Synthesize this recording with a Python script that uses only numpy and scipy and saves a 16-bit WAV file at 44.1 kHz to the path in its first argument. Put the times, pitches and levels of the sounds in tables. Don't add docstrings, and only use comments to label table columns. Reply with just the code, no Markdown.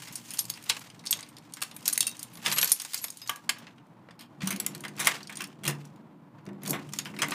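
import sys
import numpy as np
from scipy import signal
from scipy.fft import rfft, irfft, next_fast_len
from scipy.io import wavfile
from scipy.ndimage import uniform_filter1d

SR = 44100
rng = np.random.default_rng(int(sys.argv[2]) if len(sys.argv) > 2 else 0)


def transcribe(signal):
    frames = np.atleast_2d(signal).T
    limited = np.clip(frames, -1, 1)
    pcm = np.round(limited * 32767).astype(np.int16)
    wavfile.write(sys.argv[1], SR, pcm)


def decibels_to_gain(level_db):
    exponent = np.asarray(level_db, float) / 20
    return 10 ** exponent


N = 323694

# f/Hz, density/dB per Hz
HUM_COLOUR = [(25, -47.5), (80, -26.5), (100, -16), (116, -1.5), (141, -7.5), (166, -3.5), (229, -10.5),
              (354, -17.5), (734, -19), (962, -15.5), (1330, -23), (1800, -28.5), (4000, -40), (6000, -49),
              (16000, -59)]
# f/Hz, width/Hz, level/dB
HUM_MACHINES = [(119, 14, -80), (169.6, 11, -66.5), (231, 11, -62), (292.2, 54, -62)]
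# f/Hz, T60/s
PORCH_DECAY = [(500, 0.45), (2000, 0.18), (6000, 0.16), (14000, 0.12)]

# t at top/s, level/dB, build-up/s, die-away/s, dullness/dB
STROKES = [(.02, -53.5, 2, 1.1, 6.5), (.45, -51, 3.4, 0.33, -39), (.76, -49, 0.92, 0.63, 8),
           (1.151, -60, 0.44, 1.54, 11.5), (1.65, -55.5, 0.49, 0.93, 1.5), (1.9, -41.5, 0.17, 0.87, -6),
           (2.12, -62, 0.69, 2.9, 9.5), (2.48, -38, 0.15, 0.83, 9), (2.7, -37.5, 0.5, 1.4, -26),
           (2.97, -39.5, 0.39, 0.5, -11.5), (3.3, -59, 0.32, 0.5, 14), (3.55, -82, 0.12, 0.44, 43),
           (4.42, -56, 0.045, 1.2, 19), (4.9, -69.5, 2.7, 0.84, 3), (5.1, -34, 0.28, 0.25, 13.5),
           (5.419, -52, 0.5, 0.41, 17.5), (5.66, -51, 0.033, 0.6, 10.5), (6.68, -53.5, 0.12, 0.5, 17.5),
           (6.95, -50, 0.22, 1, -6), (7.33, -40.5, 0.29, 1.2, 1.5)]
# f/Hz, density/dB per Hz
RUB_COLOUR = [(240, -31), (400, -10.5), (730, -7.5), (2670, 0), (3810, -3), (5960, -3), (7400, -3),
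              (13900, -12.5), (15300, -9.5), (16000, -25.5)]

# f/Hz, width/Hz, level/dB
LOCK_BODY = [(1034, 220, 4), (1660, 32, 1), (2120, 120, 1.5), (3300, 250, 2)]
# f/Hz, width/Hz, level/dB
KEY_BODY = [(4500, 240, -3.5), (6580, 1600, 0.5), (9020, 1700, 1), (11500, 300, -9)]

# t/s, blow/dB, strongest f/Hz, lock share/dB
EDGE_TICKS = [(.4529, -22, 4870, -22), (.5001, -12.5, 5120, -20), (.7934, -30, 11100, -21),
              (1.7644, -22, 9020, -14), (1.8788, -3, 11600, -20), (1.9316, -12, 9700, -43),
              (1.977, -6, 10850, -34), (2.093, -23, 8900, -32.5), (2.2293, -19, 7500, -29),
              (2.6444, -5.5, 11600, -39.5), (2.6967, -16, 6290, -39), (2.7181, 8.5, 9260, -32),
              (2.818, -11, 5600, -14), (2.9438, -3, 5040, -17), (3.041, -6, 12100, -10.5),
              (3.103, -17, 9150, -57.5), (3.2946, -7.5, 3130, -1.5), (3.3593, -22, 6400, -8),
              (4.4356, -38, 1660, -6), (4.5615, -21.5, 2960, -17.5), (4.5999, -9.5, 10850, -13),
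              (4.664, -9.5, 3150, -12), (4.806, -28.5, 9200, -12.5), (5.0707, 7, 2010, -3),
              (5.472, -32, 2760, -27.5), (6.6336, -25, 12900, -7), (6.7066, -11.5, 12700, -36),
              (7.2844, -22, 11560, -2), (7.3079, -18.5, 6200, -7)]
# t/s, blow/dB, strongest f/Hz, lock share/dB
FLAT_TAPS = [(.39, -8.5, 8800, -35), (.574, -32, 2580, -5), (.6393, -30, 11800, -39),
             (1.127, -14, 3250, -19), (1.1708, -30, 7700, -36), (.3855, -20, 4500, -20),
             (1.5371, -22, 9000, -32), (1.617, -17.5, 2850, -10), (2.0064, -2, 9200, -41),
             (2.0687, -13, 9050, -37), (2.583, -6, 11700, -13.5), (2.6135, -8, 11500, -20),
             (2.6747, -13.5, 4700, -47), (2.849, -13.5, 8560, -11.5), (2.372, -29.5, 4130, -9),
             (3.082, -21.5, 3930, -13), (3.275, -20, 5170, -49), (3.4927, -5, 2112, -12.5),
             (4.749, -23, 4370, -15), (4.8812, -27, 9200, -10), (5.3253, -25.5, 3300, -22),
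             (5.3557, -22.5, 8740, -36), (5.4069, -17.5, 3000, -7), (5.4187, -17.5, 3000, -13),
             (5.4406, -18.5, 3220, -17), (5.9594, -48, 1500, -11), (6.4639, -37, 4760, -4),
             (6.4888, -38, 1490, 3), (6.8903, -37, 3160, -9), (7.231, -12.5, 1950, 2)]
# t/s, blow/dB, strongest f/Hz, lock share/dB
MUFFLED_KNOCKS = [(.5377, -28, 5550, -20), (.6984, -6.5, 2570, -16), (.901, -35.5, 3080, -14),
                  (.993, -35, 4270, -24), (1.0623, -24, 9200, -35), (1.07, -15.5, 4400, -36),
                  (1.0927, -37, 4330, -32), (1.1894, -29.5, 2120, -15), (1.228, -27.5, 2200, -19),
                  (1.3675, -34.5, 4700, -21), (1.713, -32, 4240, -17), (2.4606, -9.5, 3140, -13),
                  (2.6289, -12.5, 11500, -11), (2.7993, -12.5, 9400, -25), (3.2166, -27, 5200, -20),
                  (3.6684, -33.5, 2830, -3.5), (3.7811, -45, 2576, -1.5), (4.0868, -41, 570, 4),
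                  (4.1082, -39, 1950, -8.5), (4.4062, -31, 2690, -5.5), (5.205, -28, 2820, -2),
                  (5.23, -25.5, 4500, -39.5), (5.2722, -25, 8800, -30), (5.3702, -22.5, 8560, -23),
                  (5.4048, -21.5, 1525, -3), (6.3847, -48.5, 1520, 1), (6.6188, -40, 4900, -9),
                  (7.138, -35, 1940, 6), (7.1646, -31.5, 2000, -10), (7.3189, -16.5, 2350, -4)]
# t/s, blow/dB, strongest f/Hz, lock share/dB, T60/s
BRIGHT_RATTLES = [(.125, -29.5, 11500, -34, 0.17), (.336, -24, 11400, -16, 0.19),
                  (1.288, -39, 8800, -25, 0.071), (1.62, -13.5, 9260, -12, 0.031),
                  (.6925, -19, 4100, -40, 0.0091), (2.934, -10, 4760, -8.5, 0.016),
                  (3.5845, -34.5, 3425, -12, 0.064), (4.5056, -14.5, 6250, -8, 0.09),
                  (5.635, -27.5, 3300, -3, 0.077), (4.9935, -19, 3120, -4, 0.071),
                  (5.0546, -17, 9600, -28, 0.094), (5.6516, -18, 2880, -4.5, 0.067),
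                  (5.6776, -8.5, 2790, -8, 0.066), (6.6521, -28.5, 4536, -1, 0.034),
                  (6.6767, -17.5, 9040, -34, 0.022), (6.6953, -18.5, 11600, -30, 0.11),
                  (6.7304, -23, 2370, 3, 0.2)]
# t/s, blow/dB, strongest f/Hz, lock share/dB, T60/s
CLANKS = [(.0722, -32.5, 2010, -8, 0.15), (.1557, -17, 9080, -72, 0.035), (.3056, -25.5, 5140, -16.5, 0.1),
          (1.0384, -40.5, 2060, -1, 0.11), (1.108, -11.5, 7700, -36, 0.045),
          (1.5687, -30.5, 2170, -6.5, 0.053), (1.8559, -16.5, 5350, -17, 0.081),
          (2.1929, -25, 9200, -26, 0.058), (2.5235, -10, 2130, -14, 0.019), (2.976, -15, 4730, -40, 0.043),
          (3.1712, -24.5, 9450, -31, .035), (4.1922, -35, 4250, -10, 0.063),
          (4.208, -33.5, 4490, -10.5, 0.11), (4.473, -13, 5800, -14, 0.038), (4.8375, -27, 3050, -4, 0.064),
          (4.8497, -23.5, 1660, -1.5, 0.032), (4.9999, -14, 1986, -11.5, 0.25),
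          (5.2945, -25, 2024, -1.5, 0.066), (5.8514, -39, 1515, -23, 0.058),
          (6.935, -16, 7270, -10.5, 0.012), (6.9873, -13, 6580, -19.5, .034), (7.056, -26, 3030, -3, 0.068),
          (7.1883, -22.5, 2260, -5, 0.095), (7.2188, -10, 1770, -8, 0.057)]
# t/s, blow/dB, strongest f/Hz, lock share/dB
LIGHT_TICKS = [(.3155, -24.5, 8800, -22), (.343, -26.5, 6400, -22), (.3726, -22, 4600, -21.5),
               (.4074, -18, 11500, -25), (.4424, -27, 9000, -25), (.626, -28.5, 9160, -19.5),
               (.66, -29, 8810, -21.5), (.7024, -9.5, 2760, -19), (.7654, -27, 4530, -25),
               (1.055, -25, 2300, -16), (1.134, -14, 3540, -25), (1.1954, -27, 2060, -25),
               (1.2074, -24, 2060, -25), (1.3844, -30, 4430, -30), (1.8606, -16, 9000, -24.5),
               (1.888, -8, 6430, -26), (1.8984, -14, 9210, -25), (1.9281, -13, 9480, -28),
               (1.957, -17, 6070, -22), (2.0284, -11, 3300, -15.5), (2.0774, -11, 6500, -25),
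               (2.1134, -25, 9000, -25), (2.168, -26.5, 9000, -25), (2.3545, -28, 4560, -18),
               (2.4542, -16, 9000, -22), (2.4672, -7, 3260, -14), (2.5158, -9, 4386, -15),
               (2.5288, -9, 8000, -18), (2.562, -14, 11450, -25), (2.5771, -13, 11500, -21.5),
               (2.5874, -7, 8000, -18.5), (2.6214, -13, 6000, -18.5), (2.6575, -14, 9200, -23),
               (2.7103, -17, 11000, -25), (2.7374, -15, 9200, -25), (3.1974, -32, 4000, -14),
               (3.2855, -21, 4600, -20), (3.4984, -8, 2000, -13), (4.966, -30, 5200, -30),
               (4.9845, -22, 2900, -8), (5.0473, -13, 6300, -14), (5.0774, -8, 2110, -6),
               (5.1134, -18, 3300, -8), (5.1547, -24, 3210, -12), (6.5314, -44, 2300, -8),
               (6.7944, -36, 2800, -6)]
# t/s, blow/dB, strongest f/Hz
MORE_TICKS = [(.002, -30, 9000), (.02, -32, 5800), (.05, -34, 5700), (.086, -28, 2000), (.18, -29, 6000),
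              (.4965, -24, 12000), (1.523, -34, 9100), (1.563, -36, 9000), (1.607, -30, 9200),
              (1.6245, -10, 9300), (1.634, -16, 4500), (1.808, -33, 8500), (1.827, -31, 9300),
              (2.762, -20, 6500), (2.79, -22, 5500), (2.812, -19, 9200), (2.899, -27, 6800), (2.987, -19, 7200),
              (3.035, -22, 7000), (3.047, -12, 9500), (4.431, -30, 3000), (4.443, -28, 6000),
              (4.458, -27, 6000), (4.527, -20, 9200), (4.779, -32, 11400), (5.3, -25, 2200),
              (5.389, -27, 14000), (5.641, -20, 8500), (5.666, -15, 9000), (5.7, -18, 9500),
              (6.661, -20, 12000), (6.925, -30, 2700), (6.962, -30, 14500), (7.05, -28, 2500),
              (7.225, -14, 2000)]
# t/s, blow/dB, strongest f/Hz
BRUSHES = [
    (2.503, -18, 11500),
    (3.868, -55, 9000),
    (6.454, -46, 12500),
    (6.672, -26, 13500),
    (6.69, -24, 14000),
]

# f/Hz, level/dB
THIN_KEY = [(0.335, -43, 0.11, .05), (0.391, -24, 0.16, 0.022), (1.1094, -11, 0.027, .03),
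            (1.742, -49, 0.35, 0.027), (2.372, -46, 0.06, .04), (2.53, -27, 0.41, 0.05),
            (2.584, -19.5, 0.17, 0.015), (2.62, -25.5, .2, .034), (2.6292, -10.5, 0.075, .026),
            (2.719, -9.5, 0.076, .06), (3.0155, -29, 0.39, .06), (3.2166, -44, 0.3, 0.037)]
THIN_MODES = [(11560, -3), (13900, -12), (8040, -14)]
LONG_KEY = [
    (0.3915, -20, 0.027, .05),
    (1.929, -22, 0.062, .012),
    (2.0687, -22, 0.047, .03),
    (2.7202, -8, 0.043, .02),
    (3.1024, -32.5, 0.027, 0.06),
    (5.3717, -25, 0.016, .05),
]
LONG_MODES = [(9060, -1.5), (9480, -1)]
RING = [
    (3.2171, -37, 0.11, .06),
]
RING_MODES = [(4990, 0), (6370, -5)]
FOB = [
    (2.012, -42, 0.6, .13),
    (3.2171, -49, .25, .07),
]
FOB_MODES = [(3770, 0)]
KNOB = [
    (3.2935, -25, 0.04, .1),
    (3.492, -24, 0.035, .05),
    (5.0716, -19, 0.045, .1),
]
KNOB_MODES = [(1170, -2), (1660, -3), (2090, -3), (3300, -3)]
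CAP = [
    (2.008, -29.5, 0.07, 0.044),
    (2.069, -31.5, 0.079, .035),
]
CAP_MODES = [(2700, -1), (4450, -2)]
SMALL_KEY = [
    (2.334, -43.5, 0.23, 0.089),
    (2.475, -34.5, .06, 0.0184),
]
SMALL_MODES = [(10680, -6.5), (13900, -6.5)]
BARREL = [
    (3.2945, -40, .35, .11),
    (5.073, -31, .2, .06),
]
BARREL_MODES = [(1655, 0), (1165, 0), (1605, -2), (1130, -3)]
BROAD_KEY = [
    (1.1094, -20, .09, .07),
]
BROAD_MODES = [(13900, -4), (8120, -2), (8900, -5)]

# t/s, blow/dB, f/Hz
SNAPS = [
    (0.697, -6.5, 3940),
    (1.1282, -7, 3400),
    (1.9775, -15, 2150),
    (2.6288, -9, 3200),
    (4.0868, -38, 560),
    (4.664, -10, 11000),
    (5.678, -14, 2700),
    (6.7082, -10, 13700),
]

# t at top/s, push/dB, build-up/s, die-away/s
PUSHES = [(2.5, -42, 0.27, 0.55), (4.44, -43.5, 0.35, 7.5), (5.07, -44, 0.21, 0.49),
          (5.43, -46.5, 0.3, 0.29), (5.689, -33, 0.2, 0.27), (6.48, -39, 0.064, 0.26),
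          (6.52, -44, .08, 0.13), (6.57, -54, 0.088, 0.15), (6.711, -32, 0.31, 0.45),
          (7.05, -62, 0.86, 2.6), (7.24, -41, 1.04, 5.2)]
# f/Hz, width/Hz, level/dB
DOOR_MODES = [(145.6, 5.5, 0.5), (199.2, 7, 2.5), (286.7, 48, -1), (359, 7.3, -6.5), (162, 7.7, -8),
              (600, 1000, -2.5)]
# t/s, level/dB, f/Hz, T60/s
THUDS = [
    (4.432, -24, 186, 0.18),
    (4.469, -27.5, 194, 0.22),
    (4.531, -31, 195, 0.31),
    (5.671, -32, 144.6, 1.2),
    (6.875, -44, 145.6, 0.66),
]

EDGE_DB, FLAT_DB, MUFFLED_DB, RATTLE_DB, CLANK_DB, LIGHT_DB = -1.5, -12, -28, -4, -12, -14.5
EDGE_T60, FLAT_T60, MUFFLED_T60, LIGHT_T60 = 0.02, 0.023, 0.03, 0.0081
MORE_TICKS_LOCK_DB = -20.5


def evened(x):
    return x / np.sqrt(np.mean(x ** 2) + 1e-20)


def read(points, hz):
    f, value = np.transpose(points)
    return np.interp(np.log(hz + 1), np.log(f + 1), value)


def add(mix, s, sound):
    part = mix[round(s * SR):][:len(sound)]
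    part += sound[:len(part)]


def coloured(x, points):
    size = next_fast_len(N)
    gain = decibels_to_gain(read(points, np.fft.rfftfreq(size, 1 / SR)))
    return evened(irfft(rfft(x, size) * gain, size)[:N])


def resonate(x, hz, width):
    turn = np.exp(2j * np.pi * hz * np.arange(len(x)) / SR)
    r = np.exp(-np.pi * width / SR)
    return evened((turn * signal.lfilter([1 - r], [1, -r], x / turn)).real)


def modes(hz, db, t60, seconds):
    hz, db, t60 = (v[:, None] for v in np.broadcast_arrays(*np.atleast_1d(hz, db, t60)))
    t = np.arange(round(seconds * SR)) / SR
    return (decibels_to_gain(db - 60 * t / t60) * np.sin(2 * np.pi * hz * t)).sum(0)


def stroke(s, db, build, fade):
    late = np.arange(N) / SR - s
    return decibels_to_gain(db - 60 * np.where(late < 0, -late / max(build, .01), late / max(fade, .01)))


def hum():
    wash = decibels_to_gain(-56) * coloured(rng.standard_normal(N), HUM_COLOUR)
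    wash *= decibels_to_gain(2.1 * resonate(rng.standard_normal(N), 0, 19.0))
    for hz, width, db in HUM_MACHINES:
        tone = resonate(rng.standard_normal(N), hz, width)
        wash += decibels_to_gain(db) * resonate(tone, hz, width)
    return wash


def porch(x):
    taps = np.zeros(SR // 2)
    at = np.arange(100, SR // 2 - 20, 20)
    sign = rng.choice([-1., 1.], len(at))
    taps[at + rng.integers(0, 20, len(at))] = sign
    hz, t, z = signal.stft(taps, SR, nperseg=128)
    t60 = np.maximum(read(PORCH_DECAY, hz), .03)[:, None]
    tail = signal.istft(z * decibels_to_gain(-60 * t / t60), SR, nperseg=128)[1]
    return signal.fftconvolve(x, tail / np.linalg.norm(tail))[:N]


def chinks(drive):
    key_hz = (4400, 5250, 6500, 8040, 8900, 9500, 10700, 11560, 12600, 14500)
    strength = decibels_to_gain(4 * np.minimum(rng.exponential(1, (len(key_hz), N)), 3))
    touches = strength * (rng.random((len(key_hz), N)) < 15 / SR)
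    out = np.zeros(N)
    for touch, hz in zip(touches, key_hz):
        out += signal.oaconvolve(drive * touch, modes(hz, 0., .018, .05))[:N]
    return out


def rub():
    strength = decibels_to_gain(3.2 * np.minimum(rng.exponential(1, N), 3.5))
    slips = strength * (rng.random(N) < 260 / SR)
    scratch = signal.lfilter([1], [1, -np.exp(-1 / (0.0063 * SR))], slips) + .6
    grit = coloured(scratch * rng.standard_normal(N), RUB_COLOUR)
    dull = signal.filtfilt(*signal.butter(1, 3000, fs=SR), grit)
    swells = np.array([stroke(*row[:4]) for row in STROKES])
    level = swells.sum(0)
    dull_level = decibels_to_gain(np.array(STROKES)[:, 4]) @ swells
    loose = np.where(np.arange(N) / SR < 3.3, 1, .3)
    return level * (grit - dull) + dull_level * dull + decibels_to_gain(-7) * chinks(level * loose)


def contact_colour(f, hz, lock_db, sparkle_db, lumps):
    colour_db = read([(500, lock_db - 12), (1600, lock_db - 3.5), (2300, 0.8 * lock_db - 3.5),
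                      (5000, -9.5), (11000, sparkle_db), (15500, sparkle_db - 6.5)], f)
    colour_db += 3.6 * evened(uniform_filter1d(lumps[:len(f)], size=50)) * np.minimum(f / 3000, 1)
    colour_db += 4 * np.exp(-((f - hz) / 350) ** 2)
    for body_hz, width, body_db in LOCK_BODY + KEY_BODY:
        colour_db += body_db * np.exp(-((f - body_hz) / width) ** 2)
    return colour_db - 0.44 * max(lock_db + 13, 0) * np.clip(f / 8000 - .5, 0, 1)


def clicks(blows, sparkle_db, count=5):
    size, lead = 4096, 32
    out, t, f = np.zeros(N), np.arange(size) / SR, np.fft.rfftfreq(size, 1 / SR)
    low = 1 / (1 + (f / 3000) ** 4)
    key_hz, _, key_db = np.transpose(KEY_BODY)
    chances = rng.random((len(blows), 2, count, 1))
    noises = rng.standard_normal((len(blows), 2, size))
    for (s, db, hz, lock_db, t60), (when, weakness), (noise, lumps) in zip(blows, chances, noises):
        t60 = np.clip(t60, .004, .15)
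        colour_db = contact_colour(f, hz, lock_db, sparkle_db, lumps)
        spectrum = rfft(noise) * decibels_to_gain(colour_db)

        late = t - 0.51 * t60 * when
        bounces = (decibels_to_gain(-13 - 14 * weakness - 60 * abs(late) / .007) * (late > 0)).sum(0)
        shape = decibels_to_gain(7 - 60 * t / 0.0068) + bounces + decibels_to_gain(-6.5 - 60 * t / t60)
        linger = decibels_to_gain(-4 - 60 * t / (4.36 * t60))
        crack = irfft(spectrum * (1 - low)) * shape + irfft(spectrum * low) * (shape + linger)
        crack *= np.cos(np.pi / 2 * t / t[-1]) * np.minimum(t / 0.0025, 1)
        add(out, s, decibels_to_gain(db - 8) * crack / np.std(irfft(spectrum)))

        note = modes(hz, 0., min(0.8 * t60, .025), .04)
        add(out, s, decibels_to_gain(db - 13 - 4 * (hz < 7000)) * note)
        ping = modes(key_hz * (1 + lumps[:4] / 100), key_db + 4 * noise[:4], min(t60, .028), .04)
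        add(out, s, decibels_to_gain(db - 34 - np.maximum(lock_db, -16)) * ping)
        tick = np.roll(irfft(decibels_to_gain(colour_db)), lead)[:2 * lead] * np.hanning(2 * lead)
        add(out, s, decibels_to_gain(db - 5) * tick / abs(tick).max())
    return out


def contacts():
    out = np.zeros(N)
    for rows, sparkle_db, t60 in ((EDGE_TICKS, EDGE_DB, EDGE_T60), (FLAT_TAPS, FLAT_DB, FLAT_T60),
                                  (MUFFLED_KNOCKS, MUFFLED_DB, MUFFLED_T60)):
        out += clicks([(*row, t60) for row in rows], sparkle_db)
    out += clicks(BRIGHT_RATTLES, RATTLE_DB)
    out += clicks(CLANKS, CLANK_DB)
    light = [(*row, LIGHT_T60) for row in LIGHT_TICKS + [(*row, MORE_TICKS_LOCK_DB) for row in MORE_TICKS]]
    return out + decibels_to_gain(-1.5) * clicks(light, LIGHT_DB, count=1)


def rings():
    out, t = np.zeros(N), np.arange(round(.4 * SR)) / SR
    for blows, key in ((THIN_KEY, THIN_MODES), (LONG_KEY, LONG_MODES), (RING, RING_MODES),
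                       (FOB, FOB_MODES), (KNOB, KNOB_MODES), (CAP, CAP_MODES),
                       (SMALL_KEY, SMALL_MODES), (BARREL, BARREL_MODES), (BROAD_KEY, BROAD_MODES)):
        hz, mode_db = np.transpose(key)
        for s, db, t60, free in blows:
            ring = modes(hz, mode_db * (1 + rng.random(len(key))), np.clip(t60, .02, .8), .4)
            twin = modes(1.012 * hz, mode_db - 26, 3.5 * np.clip(t60, .02, .1), .4)
            muting_db = 20 * np.clip((t - free) / .006, 0, 1)
            add(out, s, decibels_to_gain(db - muting_db) * (ring + twin))
    return out


def snaps():
    out = np.zeros(N)
    rise = 1 - np.exp(-(np.arange(round(.01 * SR)) / SR / .0002) ** 2)
    for s, db, hz in SNAPS:
        pair = np.array([hz, 1.9 * hz if hz < 7000 else .65 * hz])
        add(out, s, decibels_to_gain(db + 2) * rise * modes(pair, [0., -3], .003 + 4 / pair, .01))
    return out


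def brushes():
    return clicks([(*row, MORE_TICKS_LOCK_DB, LIGHT_T60) for row in BRUSHES], EDGE_DB, count=1)


def door():
    push = sum(stroke(*row) for row in PUSHES)
    panel = np.zeros(N)
    for hz, width, db in DOOR_MODES:
        panel += decibels_to_gain(db) * resonate(rng.standard_normal(N), hz, width)
    panel = signal.lfilter(*signal.butter(2, (100, 900), "bandpass", fs=SR), panel)
    return push * panel / np.sqrt(abs(uniform_filter1d(panel ** 2, size=2500)) + 1e-9)


def thuds():
    out, t = np.zeros(N), np.arange(SR // 2) / SR
    shape = np.minimum(t / 0.0048, 1) * (1 - 2 * t)
    for s, db, hz, t60 in THUDS:
        add(out, s, modes(hz, db, t60, .5) * shape)
    return out


def scene():
    highpass = signal.butter(3, 450, "highpass", fs=SR, output="sos")
    metal = signal.sosfilt(highpass, contacts() + rings() + snaps())
    rest = decibels_to_gain(-11) * porch(metal) + rub() + door() + thuds() + hum()
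    return (metal + rest + brushes())[None]


def roll_off(x):
    return signal.sosfilt(signal.butter(12, 16460, fs=SR, output="sos"), x)


def record(dry):
    power_db = 10 * np.log10(abs(uniform_filter1d(dry[0] ** 2, 200)) + 1e-12)
    fall = np.arange(N) * 10.9 / SR
    over_db = np.maximum(np.maximum.accumulate(power_db + fall) - fall + 14.5, 0)
    ducked = dry / decibels_to_gain(0.75 * uniform_filter1d(over_db, 100))
    ducked = .75 * np.tanh(ducked / .75)
    ducked = ducked + decibels_to_gain(-82) * rng.standard_normal(N)
    edge = signal.firwin(301, 15480, window=("kaiser", 8), fs=SR)[None]
    return roll_off(signal.oaconvolve(ducked, edge, "same"))


dry = scene()
out = record(dry)
transcribe(out)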